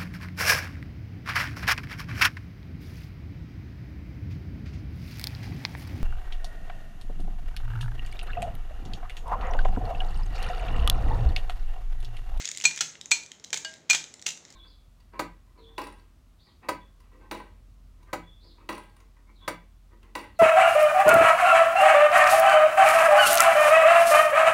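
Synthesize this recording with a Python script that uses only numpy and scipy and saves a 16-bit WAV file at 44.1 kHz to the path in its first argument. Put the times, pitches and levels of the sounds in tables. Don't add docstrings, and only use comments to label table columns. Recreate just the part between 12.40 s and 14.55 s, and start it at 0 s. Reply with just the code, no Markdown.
import sys
import numpy as np
from scipy import signal
from scipy.fft import rfft, irfft, next_fast_len
from scipy.io import wavfile
from scipy.ndimage import map_coordinates

SR = 44100
rng = np.random.default_rng(int(sys.argv[2]) if len(sys.argv) > 2 else 0)


def inscribe(sig):
    pcm = np.round(np.clip(np.atleast_2d(sig).T, -1, 1) * 32767)
    wavfile.write(sys.argv[1], SR, pcm.astype(np.int16))


N = 94815

# f/Hz, level/dB
FOIL_COLOUR = [(200, -37), (1000, -28), (2000, -4), (2800, -10.5), (3800, -2.5), (4900, -6.5), (6000, -1),
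               (6800, 3), (7700, -5), (9000, -16.5), (11500, -29.5), (15500, -29)]
ROOM_BUILD_S = 0.0033


def landings():
    # t/s, level/dB, attack/s, t60/s, tilt/(dB per octave)
    impacts = [(.2392, -20, 0.00092, 0.05, 0), (0.2483, -26, 0.00062, 0.045, -4),
               (0.2526, -12.5, 0.00034, 0.031, 0.5), (.407, -13.5, 0.0013, 0.044, 1),
               (0.421, -25.5, .001, 0.03, -2), (0.7094, -19, .002, .03, 4.5),
               (0.7137, -12.5, 0.0014, 0.045, 0), (1.1294, -15.5, 0.00043, 0.027, 0),
               (1.1411, -15.5, 0.0012, 0.018, 2), (1.163, -30, .0005, 0.015, 1),
               (1.1727, -25.5, 0.00076, 0.033, 3.5), (1.2476, -25, 0.00094, 0.0263, -2),
               (1.494, -23.5, .002, 0.033, -5.5), (1.498, -14, 0.00092, 0.047, 2),
               (1.507, -18, 0.0014, 0.047, -1), (1.5297, -11.5, 0.0025, 0.03, 0),
               (1.5425, -22, 0.0017, 0.032, -4), (1.5477, -19, 0.00053, 0.052, 0),
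               (1.8606, -30, 0.00067, 0.0092, 0), (1.8636, -15, 0.0014, 0.034, 1),
               (1.8775, -27, .001, 0.039, 2), (1.887, -22.5, 0.0009, 0.023, 3),
               (1.9058, -25, .0003, 0.01, 3)]
    # f/Hz, level/dB
    slap_colour = [(100, -26.5), (300, -17.5), (600, -13.5), (900, -7.5), (1150, -13.5), (1450, -4.5),
                   (2300, -1.5), (3600, 1), (4900, -3), (6500, 4), (7700, -1.5), (9000, -17),
                   (11500, -27.5), (15500, -27.5)]
    out, t = np.zeros(N), np.arange(SR // 4) / SR
    for s, db, attack_s, t60, slope_db in impacts:
        slap = grains(len(t), per_s=14000, spread_db=1.0) * strike(t, attack_s, t60)
        crinkle = grains(len(t), per_s=860, spread_db=4.0) * strike(t, attack_s=0.0056, t60=0.14)
        landing = coloured(slap, slap_colour, slope_db) + amp(-22.5) * coloured(crinkle, FOIL_COLOUR)
        add(out, s, amp(db) * landing)
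    return out


def clinks():
    # t/s, level/dB, tilt/(dB per octave)
    contacts = [(.2527, -9.5, 0), (0.7148, -18.5, -2.5), (.7185, -10.5, -2), (1.4985, -18.5, -4),
                (1.5065, -12.5, -1), (1.5472, -28, -6)]
    out = np.zeros(N)
    for s, db, slope_db in contacts:
        add(out, s, amp(db) * candy_ring(slope_db))
    return out


def candy_ring(slope_db):
    # f/Hz, level/dB, t60/s
    modes = [(2273, -12.5, 0.049), (2414, 2, 0.068), (2560, -18, .04), (4164, -11.5, 0.049),
             (4262, -9.5, 0.099), (5902, -27, .07), (6220, -9.5, 0.079), (6830, -9.5, 0.077),
             (7454, -23, .05), (7774, -9, 0.073), (8100, -19, 0.073)]
    flutter_db, flutter_per_s = 3, 85
    t = np.arange(SR // 2) / SR
    out = np.zeros(len(t))
    for hz, db, t60 in modes:
        phase = 2 * np.pi * (hz * t + rng.random())
        direct = strike(t, attack_s=0.00084, t60=t60) * np.sin(phase)
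        flutter = amp(flutter_db * wobble(t, flutter_per_s))
        wavering_tone = np.cos(phase + 0.5 * wobble(t, flutter_per_s))
        echo = amp(-16.5) * strike(t, ROOM_BUILD_S, t60=0.28) * flutter * wavering_tone
        out += amp(db) * tilt(hz, slope_db) * (direct + echo)
    return out


def knocks():
    # t/s, level/dB, f/Hz
    blows = [(.253, -30, 877), (.408, -25, 1380), (.7165, -32.5, 952), (1.1295, -21.5, 2382),
             (1.1415, -41, 478), (1.1418, -38, 883), (1.163, -34, 2200), (1.499, -36, 1020),
             (1.507, -25, 1565), (1.864, -36, 718)]
    out, t = np.zeros(N), np.arange(SR // 8) / SR
    for s, db, hz in blows:
        add(out, s, amp(db) * strike(t, attack_s=0.0007, t60=0.036) * np.sin(2 * np.pi * hz * t))
    return out


def bowl():
    # f/Hz, level/dB, t60/s
    modes = [(643.5, -15.5, 0.53), (1611, -0.5, 0.27), (2904, 0, .15), (4517, -1.5, .11)]
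    out = np.zeros(N)
    add(out, s=1.2478, sound=amp(-33.5) * ring(modes, attack_s=0.0006, scatter_db=0.5))
    return out


def foil_ticks():
    # t/s, level/dB, tilt/(dB per octave), crease f/Hz
    ticks = [(.015, -30, -5, 6540), (.040, -36, -2, 2980), (.047, -29.5, -4, 4600),
             (0.0546, -18.5, -1, 6570), (0.0759, -24.5, -3.5, 3770), (0.0891, -24.5, -1.5, 6920),
             (.096, -34, -8, 2090), (0.115, -21.5, -0.5, 6560), (0.149, -30.5, -3.5, 7100),
             (0.162, -35, 1, 6000), (0.1735, -20.5, 2, 6790), (0.183, -30, 0, 3860),
             (0.201, -30.5, 1, 2420), (.212, -28, -2, 2880), (0.2216, -29, 0, 5650), (.3108, -26, -4, 2450),
             (.3617, -30, 7, 5960), (.3755, -24, -3.5, 2300), (.3797, -27.5, -5, 5840),
             (.390, -28, -4, 3460), (.554, -38.5, -9.5, 2770), (0.6122, -29, -0.5, 3760),
             (0.658, -33, 0, 7100), (0.835, -36.5, 1, 4000), (0.862, -36.5, -1.5, 6200),
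             (0.9174, -31, -1, 3180), (.998, -46, -1, 5500), (1.041, -35, 1, 6800),
             (1.0454, -30, 1.5, 3930), (1.1044, -35.5, -1, 5540), (1.205, -42, 9, 6500),
             (1.339, -37.5, 1, 3800), (1.504, -20, 16, 6940), (1.641, -31, -2.5, 6500),
             (1.7401, -33, -1.5, 7200), (1.795, -40.5, -1, 6000), (1.816, -41, 2, 7640),
             (1.8243, -33, -0.5, 5630), (1.974, -35, -1, 6200), (2.051, -39, -4, 5350),
             (2.104, -41.5, 6, 5200), (2.125, -42.5, 5, 5600)]
    attack_s = 0.00012
    out, t = np.zeros(N), np.arange(SR // 20) / SR
    for s, db, slope_db, hz in ticks:
        burst = rng.choice([-1, 1], len(t)) * strike(t, attack_s, t60=0.01)
        snap = coloured(burst, FOIL_COLOUR, slope_db)
        crease = amp(-0.5) * strike(t, attack_s, t60=0.009) * np.sin(2 * np.pi * hz * t)
        add(out, s, amp(db) * (snap + crease))
    return out


def foil_rustle():
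    # t/s, level/dB
    contour = [(0, -39), (.1, -52), (.135, -55), (.23, -54.5), (.39, -47.5), (.5, -54.5), (.68, -76.5),
               (.9, -65), (1.06, -74.5), (1.3, -50.5), (1.45, -72.5), (1.7, -60), (1.95, -81),
               (2.04, -62.5), (2.11, -59.5), (2.15, -63.5)]
    level_db = np.interp(np.arange(N) / SR, *np.transpose(contour))
    return amp(level_db) * coloured(grains(N, per_s=900, spread_db=3.5), FOIL_COLOUR, slope_db=-4)


def table_thumps():
    # t/s, level/dB
    drops = [(.25, -47.5), (.408, -47), (.715, -65), (1.136, -54), (1.529, -52.5), (1.865, -52)]
    # f/Hz, level/dB, t60/s
    modes = [(119.4, -9, .3), (157, 0.5, 0.41), (277, -6.5, .2), (424, -3, .12)]
    out = np.zeros(N)
    for s, db in drops:
        add(out, s, amp(db) * ring(modes, attack_s=0.012))
    return out


def room_tail(x):
    # f/Hz, t60/s
    decay = [(150, 1), (500, 0.38), (1400, .31), (3500, 0.3), (7000, 0.34), (11000, 0.28), (16000, 0.21)]
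    hz, t, noise = signal.stft(rng.standard_normal(SR * 3 // 4), SR, nperseg=256)
    envelope = strike(t, ROOM_BUILD_S, along(decay, hz)[:, None])
    tail = signal.istft(noise * envelope, SR, nperseg=256)[1]
    return signal.fftconvolve(x, tail / np.linalg.norm(tail))[:N]


def room_hush():
    # f/Hz, level/dB
    hush_colour = [(25, -15), (45, -23), (65, -2), (90, -2.5), (120, 1), (260, -0.5), (500, -3.5),
                   (1000, -10), (2500, -16), (7000, -22), (9000, -35), (15500, -40)]
    return amp(-60.5) * coloured(rng.standard_normal(N + SR), hush_colour)[SR:]


def amp(db):
    return 10 ** (np.asarray(db) / 20)


def along(points, hz):
    f, values = np.transpose(points)
    return np.interp(np.log(hz + 1), np.log(f + 1), values)


def tilt(hz, slope_db):
    return amp(slope_db * np.log2(np.clip(hz, 1800, 14000) / 4000))


def coloured(x, colour, slope_db=0):
    size = 2048
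    hz = np.fft.rfftfreq(size, 1 / SR)
    cepstrum = irfft(np.log(amp(along(colour, hz)) * tilt(hz, slope_db)))
    cepstrum[1:size // 2] *= 2
    cepstrum[size // 2 + 1:] = 0
    impulse = irfft(np.exp(rfft(cepstrum)))
    return signal.fftconvolve(x, impulse / np.linalg.norm(impulse))[:len(x)]


def strike(t, attack_s, t60):
    return (1 - np.exp(-t / attack_s)) * amp(-60 * t / t60)


def grains(n, per_s, spread_db):
    snaps = (rng.random(n) < per_s / SR) * rng.choice([-1, 1], n)
    snaps = snaps * amp(spread_db * np.clip(rng.standard_normal(n), -2, 2))
    return snaps / np.sqrt(np.mean(snaps ** 2) + 1e-20)


def ring(modes, attack_s, scatter_db=1):
    t = np.arange(SR // 2) / SR
    out = np.zeros(len(t))
    for hz, db, t60 in modes:
        gain = amp(db + scatter_db * rng.standard_normal())
        out += gain * strike(t, attack_s, t60) * np.sin(2 * np.pi * (hz * t + rng.random()))
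    return out


def wobble(t, per_s):
    return map_coordinates(rng.standard_normal(512), [t * per_s], mode="wrap")


def add(track, s, sound):
    part = track[max(0, round(s * SR)):][:len(sound)]
    part += sound[:len(part)]


def scene():
    clatter = landings() + knocks() + foil_ticks() + foil_rustle()
    hush = room_hush()
    reverb = amp(-8) * room_tail(clatter)
    return (clatter + reverb + clinks() + bowl() + table_thumps() + hush)[None]


def record(dry):
    top_hz, edge_hz = 16100, 600
    size = next_fast_len(N + SR // 2)
    edge = np.clip((top_hz - np.fft.rfftfreq(size, 1 / SR)) / edge_hz, 0, 1)
    return irfft(rfft(dry, size) * np.sin(np.pi / 2 * edge) ** 2, size)[..., :N]


dry = scene()
out = record(dry)
inscribe(out)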